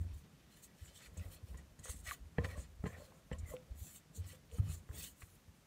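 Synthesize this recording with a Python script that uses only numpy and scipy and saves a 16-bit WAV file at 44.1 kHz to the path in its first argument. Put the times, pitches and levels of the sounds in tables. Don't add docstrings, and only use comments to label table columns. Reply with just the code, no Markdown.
import sys
import numpy as np
from scipy import signal
from scipy.fft import rfft, irfft, next_fast_len
from scipy.io import wavfile
from scipy.ndimage import uniform_filter1d, map_coordinates

SR = 44100
rng = np.random.default_rng(int(sys.argv[2]) if len(sys.argv) > 2 else 0)


def linear_from_db(decibels):
    return 10 ** (np.asarray(decibels, float) / 20)


def master(y):
    cut = np.clip(np.atleast_2d(y).T, -1, 1)
    pcm = np.round(cut * 32767)
    wavfile.write(sys.argv[1], SR, pcm.astype(np.int16))


N = 249606

# f/Hz, level/dB
ROOM_SPECTRUM = [(30, -18.5), (50, -1.5), (75, -3.5), (161, -9), (473, -20.5), (548, -22), (754, -22),
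                 (2330, -25), (4190, -28.5), (4970, -24), (5490, -26.5), (8740, -33), (10400, -33),
                 (14600, -37), (15700, -54)]
# t/s, peak level/dB, f/Hz, rebound interval/s, loss per rebound/dB
ROCKS = [(0.017, -32.5, 81.2, 0.046, 4.5), (.138, -41.5, 64.6, 0.028, 6), (1.264, -40.5, 76.4, 0.022, 5),
         (1.553, -42.5, 67, 0.043, 6), (1.801, -51.5, 80.5, 0.031, 4), (1.965, -46.5, 66, 0.037, 1),
         (2.084, -41.5, 68, 0.03, 12), (2.265, -49.5, 75.5, .06, 9), (2.405, -31.5, 83, 0.043, 4.5),
         (2.593, -36.5, 65.6, 0.033, 15), (2.657, -53.5, 66, 0.039, 0), (2.848, -35, 100, 0.025, 7),
         (2.944, -47, 82, .036, 3.5), (3.337, -37.5, 65.5, 0.029, 8), (3.438, -35.5, 75, 0.025, 11),
         (3.509, -45, 64.7, 0.034, 22), (4.206, -36, 86.5, 0.054, 8.5), (4.703, -35, 79, 0.036, 5.5),
         (4.983, -46, 71.4, 0.048, 6.5)]
# t/s, peak level/dB, f/Hz, swell width/cycles
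NUDGES = [(.829, -43.5, 77, 0.62), (.885, -56, 67, 0.83), (.951, -62, 88, 2.1), (1.091, -54.5, 57, 0.77),
          (1.131, -51.5, 77, 0.65), (1.187, -39, 77.4, 0.64), (1.21, -38, 80, 0.69),
          (1.362, -53.4, 66, .45), (1.442, -42, 90, 0.62), (1.518, -43, 66, 0.99), (1.724, -57, 69, 0.36),
          (1.904, -38, 66.3, 0.48), (2.224, -47, 53.4, 0.76), (2.566, -46.5, 74, 0.46),
          (2.753, -54, 73, 0.47), (2.807, -41, 61.4, 0.44), (3.302, -66, 112, .6),
          (3.403, -39.5, 72.6, 1.3), (3.598, -68, 77, .45), (3.719, -37.5, 62, 0.48),
          (3.779, -51, 74.8, 3.6), (3.824, -38.5, 76, 0.62), (4.545, -43, 71, 0.76), (4.603, -23, 91, 0.53),
          (4.643, -36.5, 98, 2.5), (4.906, -36.5, 80, 0.49), (4.944, -52, 93.6, 4.1),
          (5.238, -45, 80, 0.36), (5.319, -64, 92, 3.2), (5.49, -51, 85, 0.73)]
# start t/s, length/s, level/dB, initial f/Hz, final f/Hz
SLIDES = [(2.41, .08, -60, 455, 500), (2.49, .1, -60, 500, 600), (2.405, .06, -63, 700, 620),
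          (2.39, 0.12, -65, 1040, 970), (2.55, .04, -65, 1150, 1100), (2.48, 0.084, -63, 1900, 1880),
          (2.868, .014, -51, 1800, 1790), (2.885, .045, -63, 1800, 1780), (2.94, 0.027, -61, 1900, 1850),
          (2.855, .025, -60, 1250, 1100), (2.838, .01, -52, 1250, 1250), (3.455, .025, -62, 2050, 2050),
          (3.48, .06, -66, 2000, 2000), (1.575, 0.033, -66, 1900, 1980), (1.543, .012, -62, 1030, 1030),
          (2.111, .012, -44, 1200, 1140), (4.935, 0.038, -66, 3280, 3500), (3.328, .04, -61, 1050, 1050),
          (1.855, .025, -63, 500, 480), (2.96, 0.096, -64, 520, 600), (.62, 0.048, -68, 8100, 8100),
          (3.325, 0.013, -60.5, 7700, 7800), (3.326, 0.013, -59, 2950, 2950), (3.505, .035, -54, 520, 680),
          (3.52, .03, -63, 1100, 1050), (4.58, .025, -68, 1300, 1300), (4.51, .07, -62, 470, 480),
          (4.6, .14, -47, 155, 150), (4.59, .1, -60, 260, 240), (1.17, .11, -66, 200, 180),
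          (.96, .03, -66, 3500, 3550), (1.02, .045, -69, 4350, 4350), (1.02, .03, -67, 2550, 2550),
          (1.19, .04, -68, 2650, 2600), (1.21, .04, -68, 2000, 1950), (1.17, .09, -66, 600, 550),
          (5.01, .05, -64, 3300, 3600)]
# t/s, peak level/dB, f/Hz
SNAPS = [(0.0164, -69, 1350), (0.8589, -54, 2140), (1.856, -48, 1270), (1.8724, -56, 3100),
         (1.8843, -47, 1270), (1.8957, -47.5, 1180), (2.075, -49, 1660), (2.0865, -48, 1400),
         (2.097, -46, 1500), (2.11, -39, 3000), (2.1107, -30, 1800), (2.1121, -43, 1180),
         (2.4354, -54, 1900), (3.122, -54, 900), (3.3323, -71, 2060), (3.5665, -45, 2480),
         (3.5668, -53, 1500), (3.5662, -53, 3400), (4.5137, -51, 2950), (4.8905, -57, 1380),
         (4.913, -52, 1500), (5.22, -52.5, 1260), (5.2217, -45, 2300)]
# t/s, clack level/dB, wall ring level/dB, ring f/Hz, thud level/dB
KNOCKS = [(0.0114, -63, -86, 457, -43), (0.0616, -69, -83, 428, -47), (1.168, -67, -54.5, 513, -54),
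          (1.5437, -54.5, -57, 452, -47), (1.79, -59.5, -64, 587, -49), (1.8555, -61, -53, 497, -68),
          (1.8715, -55, -55, 519, -66), (1.883, -53, -51.5, 522, -69), (1.895, -57, -52, 500, -70),
          (1.9428, -62, -73, 590, -46), (2.3826, -37, -44, 520, -45), (2.3838, -32, -27, 475, -25),
          (2.445, -33, -50, 496, -41), (2.547, -62, -51, 543, -60), (2.576, -58, -51, 507, -42.5),
          (2.8394, -50, -36, 427, -29), (2.8565, -43, -40, 487, -38), (2.8614, -41, -38, 483, -36),
          (2.867, -45, -44, 453, -39), (3.3145, -45, -37.5, 509, -34.5), (3.3295, -46.5, -51, 580, -58),
          (3.5236, -63, -54, 594, -76), (3.5379, -73, -37.5, 506, -81), (4.1736, -86, -57, 450, -48),
          (4.3305, -87, -56.5, 515, -73), (4.584, -59, -53, 483, -37.5), (4.632, -82, -80, 467, -50),
          (4.8899, -58, -55, 453, -55), (4.9119, -68, -57, 432, -67)]
# f/Hz, width/Hz
HOLLOWS = [(345, 30), (1480, 160)]
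# f/Hz, width/Hz, level/dB
BLADE_MODES = [(1792, 39, -1.5), (1943, 100, 9.5), (2242, 144, 3.5), (2565, 130, -1.5), (2895, 80, -6),
               (3065, 110, -3.5), (3500, 260, -3.5), (4170, 200, -4.5)]
# f/Hz, width/Hz, level/dB
WALL_MODES = [(458, 12, -11), (529, 97, 8), (614, 41, -2), (1049, 75, -6), (1226, 42, -13)]
# f/Hz, width/Hz, level/dB
RIM_MODES = [(1038, 45, 2.5), (1215, 75, -1)]
# f/Hz, width/Hz, level/dB
TABLE_MODES = [(155, 44, 21), (202.4, 6.1, -3), (250, 17, 0), (287, 59, -25.5), (363, 19, -52)]
# f/Hz, width/Hz, level/dB
GLAZE_MODES = [(6540, 75, 4), (7035, 70, 4), (7320, 810, 14), (7940, 120, 1), (8550, 140, -10),
               (9800, 35, -25), (10940, 54, -4), (11300, 260, -17), (12000, 59, -40), (11850, 190, -7),
               (11800, 100, -21), (11900, 52, -20), (14500, 170, -8), (13800, 210, -40)]
# peak t/s, rise/s, grind level/dB, share of the thin edge/dB
PRESSES = [(.15, 0.17, -75.5, 0), (.55, 0.38, -74, -1.5), (.87, 0.16, -67.5, -1.5), (0.976, 0.059, -62, -1),
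           (1.044, 0.078, -63, -3.5), (1.21, 0.089, -66.5, -3.5), (1.34, 0.07, -67, -1),
           (1.49, 0.054, -69, 1), (1.58, 0.085, -68.5, -11), (1.882, 0.06, -58, -5.5),
           (1.92, 0.056, -64, -1.5), (2.08, 0.042, -55, -3), (2.11, 0.066, -55.5, -4.5),
           (2.4, 0.039, -60, -31), (2.451, 0.02, -46, -9), (2.53, .12, -61.5, -5.5),
           (2.64, 0.056, -68.5, -4), (2.873, 0.026, -53, -12), (2.94, .12, -62.5, -28),
           (3.03, 0.1, -69.5, 0), (3.332, 0.03, -60, -4), (3.49, 0.16, -69.5, -10), (3.56, 0.058, -78, 1),
           (3.88, 0.2, -68.5, -2), (4.285, 0.11, -64.5, -1.5), (4.56, 0.078, -69, 2),
           (4.701, 0.084, -61, -1), (4.95, 0.038, -64.5, -2), (5.005, .055, -57, 0),
           (5.045, 0.06, -55, 0.5), (5.222, 0.016, -58.5, -10), (5.3, 0.16, -79, -3)]
# peak t/s, rise/s, wall hum level/dB, table drag level/dB
LEANS = [(0.0, 0.57, -94, -64), (.55, 1, -80.5, -72), (.98, 0.61, -79, -75.5), (1.27, 0.31, -69, -64.5),
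         (1.55, 0.23, -72.5, -68), (1.95, 0.82, -79, -68.5), (2.43, 0.08, -57.5, -55),
         (2.52, 0.16, -63, -58.5), (2.65, 0.19, -91, -67.5), (2.93, 0.19, -64.5, -62.5),
         (3.03, 0.31, -67, -86), (3.34, 0.068, -63, -59), (3.48, 0.68, -73.5, -65), (4.26, 0.37, -76, -69),
         (4.545, 0.053, -65.5, -72), (4.63, 0.2, -74, -59), (4.72, 0.15, -76, -61),
         (4.96, 0.13, -68, -61.5), (5.07, 0.085, -87, -66), (5.45, 1, -85, -74)]
# f/Hz, level/dB
PASTE_SPECTRUM = [(410, -5), (700, 2.5), (930, -17), (1140, 3.5), (2710, -19.5), (4920, -13), (5500, -9.5),
                  (7150, -44), (12100, -120)]
# peak t/s, rise/s, hiss level/dB, airy part relative to hiss/dB
SWEEPS = [(0.0, 0.049, -73.5, -8), (.17, 0.058, -73.5, -7), (.56, 0.07, -74, -5), (0.644, 0.031, -64, -4),
          (.84, 0.1, -72.5, -6), (.97, .045, -63, -8), (1.048, 0.049, -65.5, -10), (1.24, 0.14, -78, 2),
          (1.331, 0.047, -67, -0.5), (1.501, 0.064, -75, -2), (1.851, 0.028, -59, -13),
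          (1.911, 0.044, -51, -14.5), (1.979, 0.05, -62, -9), (2.096, 0.067, -53, -7),
          (2.5, 0.074, -68, -7), (2.598, 0.064, -63.5, -19), (2.89, 0.086, -71, -7),
          (3.02, 0.088, -72.5, -6), (3.17, 0.035, -75, -14), (3.504, 0.05, -65, 0.5),
          (3.811, 0.053, -66, 3.5), (3.865, 0.066, -60, -5), (3.955, 0.052, -62.5, -2.5),
          (4.176, 0.037, -60, -7), (4.304, 0.063, -62, -3.5), (4.561, 0.051, -68.5, -4),
          (4.716, 0.073, -59, -6), (5.021, 0.092, -51.5, -3.5), (5.22, 0.067, -70, -3),
          (5.31, .11, -77, -2)]
# t/s, peak level/dB, decay time t60/s
SCUFFS = [
    (1.1707, -36.5, 0.1),
    (1.57, -38, 0.1),
    (1.7896, -33, 0.047),
    (2.441, -33, 0.048),
    (2.8654, -36, 0.031),
    (3.326, -41, 0.052),
    (3.3836, -35.5, 0.074),
    (4.148, -40, 0.18),
    (4.5131, -47, 0.18),
]
# f/Hz, level/dB
FLOUR_SPECTRUM = [(2650, -9), (4500, -3), (5000, -16), (5940, -18), (6330, -22.5), (8710, 4), (10600, -0.5),
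                  (11500, -0.5), (15700, 0)]
# f/Hz, width/Hz, depth/dB
PORT_DIPS = [(5030, 590, -4.5), (10450, 300, -3)]


def unit(x):
    return x / np.sqrt(np.mean(x ** 2) + 1e-20)


def wobble(rate):
    s = np.arange(0, N / SR + .002, .001)
    knots = rng.standard_normal(int(N * rate / SR) + 4)
    return np.interp(np.arange(N) / SR, s, map_coordinates(knots, [s * rate]))


def filtered(x, response):
    m = next_fast_len(N + 8192)
    return irfft(rfft(x, m) * response(np.fft.rfftfreq(m, 1 / SR)), m)[:N]


def highpassed(x, corner_hz):
    return filtered(x, lambda hz: 1 / (1 + (corner_hz / (hz + 1)) ** 8))


def coloured(x, spectrum):
    f, level = np.transpose(spectrum)
    return unit(filtered(x, lambda hz: linear_from_db(np.interp(np.log(hz + 1), np.log(f), level, -120, -120))))


def grit(spread_db, clump_db):
    size = linear_from_db(spread_db * rng.standard_normal(N) + clump_db * wobble(70))
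    return unit(size * rng.standard_normal(N))


def rubbed(force, modes):
    out = np.zeros(N)
    for hz, width, db in modes:
        ring = signal.lfilter(*signal.iirpeak(hz, hz / width, SR), force)
        out += linear_from_db(db + 2.4 * wobble(22)) * unit(ring)
    return unit(out)


def struck(modes, damping, attack):
    t = np.arange(SR // 5) / SR
    hz, width, db = np.transpose(modes)[:, :, None]
    strength = linear_from_db(db + 1.5 * rng.standard_normal(hz.shape))
    decay = np.exp(-np.pi * damping * width * t)
    ring = np.sum(strength * decay * np.sin(2 * np.pi * hz * t), axis=0)
    ring = ring * (1 - np.exp(-t / attack)) ** 1.36
    return ring / np.abs(ring).max()


def packets(rows):
    out = np.zeros(N)
    for s, db, hz, cycles in rows:
        at = np.arange(max(round((s - 5 / hz) * SR), 0), min(round((s + 5 / hz) * SR), N))
        turns = (at / SR - s) * hz
        out[at] -= linear_from_db(db) * np.exp(-.5 * (turns / cycles) ** 2) * np.cos(2 * np.pi * turns)
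    return out


def strokes(rows, hold):
    peak, rise = np.transpose(rows)[:2, :, None]
    s = np.arange(0, N / SR + .002, .001)
    fall_over_rise, drop_db, curve = 1.05, 24, 1.75
    away = np.where(s < peak, peak - s, (s - peak) / fall_over_rise) / rise
    shape = linear_from_db(-np.minimum(drop_db * np.maximum(away - hold, 0) ** curve, 200))
    return lambda gains: np.interp(np.arange(N) / SR, s, np.sqrt(gains ** 2 @ shape ** 2))


def patchy(x, patchy_db):
    z = signal.stft(x, nperseg=512)[2]
    field = uniform_filter1d(rng.standard_normal(z.shape), size=3, axis=0)
    field = uniform_filter1d(field, size=9, axis=1)
    return unit(signal.istft(z * linear_from_db(patchy_db * unit(field)), nperseg=512)[1][:N])


def kitchen():
    return linear_from_db(-67.5 + 0.087 * wobble(16.0)) * coloured(rng.standard_normal(N), ROOM_SPECTRUM)


def thumps():
    fill = 0.26
    rebounds = [(s + k * gap, db - k * loss_db, hz, fill * gap * hz)
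                for s, db, hz, gap, loss_db in ROCKS for k in range(4)]
    return packets(NUDGES + rebounds)


def slides():
    out = np.zeros(N + SR)
    unsteadiness, steady = .12, .4
    for s, length, db, from_hz, to_hz in SLIDES:
        u = np.linspace(0, 1, round(length * SR) + 2)
        turns = np.cumsum(from_hz + (to_hz - from_hz) * u) / SR
        a, b = [map_coordinates(k, [unsteadiness * turns]) for k in rng.standard_normal((2, 200))]
        tone = (a + steady) * np.cos(2 * np.pi * turns) + b * np.sin(2 * np.pi * turns)
        out[round(s * SR):][:len(u)] += linear_from_db(db) * np.sin(np.pi * u) ** 0.5 * tone
    return out[:N]


def snaps():
    return packets([(s + 0.00092, db, hz, .7) for s, db, hz in SNAPS])


def knocks():
    out = np.zeros(N + SR)
    blade = [(hz, w, db - 3.5 * np.log2(hz / 1800)) for hz, w, db in BLADE_MODES]
    for s, clack_db, ring_db, ring_hz, thud_db in KNOCKS:
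        clack = linear_from_db(clack_db) * struck(blade, damping=1.48, attack=0.00072)
        free_db = np.clip((ring_db - clack_db) / 2 - 18, -24, 0)
        wall = [(ring_hz, 13, free_db), (ring_hz, 100, 3), (1.25 * ring_hz, 130, 1), (1.55 * ring_hz, 190, 0.3)]
        ring = linear_from_db(ring_db) * struck(wall, damping=0.88, attack=0.0012)
        rim_db = -25 + 0.69 * (clack_db + ring_db) / 2
        rim = linear_from_db(rim_db) * struck(RIM_MODES, damping=0.53, attack=0.00042)
        thud = linear_from_db(thud_db) * struck(TABLE_MODES, damping=1.64, attack=0.0019)
        out[round(s * SR):][:len(clack)] += clack + ring + rim + thud
    for hz, width in HOLLOWS:
        out = signal.lfilter(*signal.iirnotch(hz, hz / width, SR), out)
    return out[:N]


def leaning():
    spread = strokes(LEANS, hold=0.025)
    wall_db, drag_db = np.transpose(LEANS)[2:]
    wall = spread(linear_from_db(wall_db)) * rubbed(grit(spread_db=2.5, clump_db=2.5), WALL_MODES)
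    drag_level = spread(linear_from_db(drag_db)) + linear_from_db(-80)
    return wall + drag_level * rubbed(grit(spread_db=2.5, clump_db=2.5), TABLE_MODES)


def dough():
    spread = strokes(PRESSES, hold=.05)
    grind_db, edge_db = np.transpose(PRESSES)[2:]
    edge = np.clip(linear_from_db(edge_db), .05, .97)
    coarse = grit(spread_db=6.5, clump_db=2.7)
    paste = coloured(coarse, PASTE_SPECTRUM)
    crisp = highpassed(paste, 2350)
    low = unit(linear_from_db(-4) * unit(paste - crisp) + rubbed(coarse, BLADE_MODES[:3]))
    high = unit(linear_from_db(-1.0) * unit(crisp) + rubbed(coarse, BLADE_MODES[3:]))
    low_level = spread(linear_from_db(grind_db) * np.sqrt(1 - edge ** 2))
    high_level = spread(linear_from_db(grind_db) * edge) + linear_from_db(-105)
    return low_level * patchy(low, patchy_db=3.5) + high_level * patchy(high, patchy_db=3.5)


def flour():
    spread = strokes(SWEEPS, hold=.12)
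    hiss_db, air_db = np.transpose(SWEEPS)[2:]
    rest_db = -90.5
    level = spread(linear_from_db(hiss_db)) + linear_from_db(rest_db)
    airy = spread(linear_from_db(hiss_db + air_db)) + linear_from_db(rest_db + 3.0)
    t = np.arange(SR // 4) / SR
    for s, db, t60 in SCUFFS:
        landing = linear_from_db(db - 21 - 60 * t / t60) * (1 - np.exp(-t / 0.0024))
        level[round(s * SR):][:len(t)] += landing
        airy[round(s * SR):][:len(t)] += linear_from_db(-25) * landing
    fine = grit(spread_db=4, clump_db=2.0)
    hiss = unit(coloured(fine, FLOUR_SPECTRUM) + linear_from_db(-1) * rubbed(fine, GLAZE_MODES))
    hiss = patchy(hiss, patchy_db=3.5)
    air = highpassed(hiss, 10000)
    return level * unit(hiss - air) + airy * unit(air)


def scene():
    table = thumps() + leaning()
    blade = slides() + snaps() + knocks()
    return (kitchen() + table + blade + dough() + flour())[None]


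def roll_off(x):
    return signal.sosfilt(signal.butter(12, 15890, fs=SR, output="sos"), x)


def record(dry):
    def port(f):
        dips_db = sum(db * np.exp(-((f - hz) / w) ** 2) for hz, w, db in PORT_DIPS)
        return (f < 15890) * linear_from_db(dips_db)
    mix = filtered(dry[0], port)[None]
    return roll_off(mix)


dry = scene()
out = record(dry)
master(out)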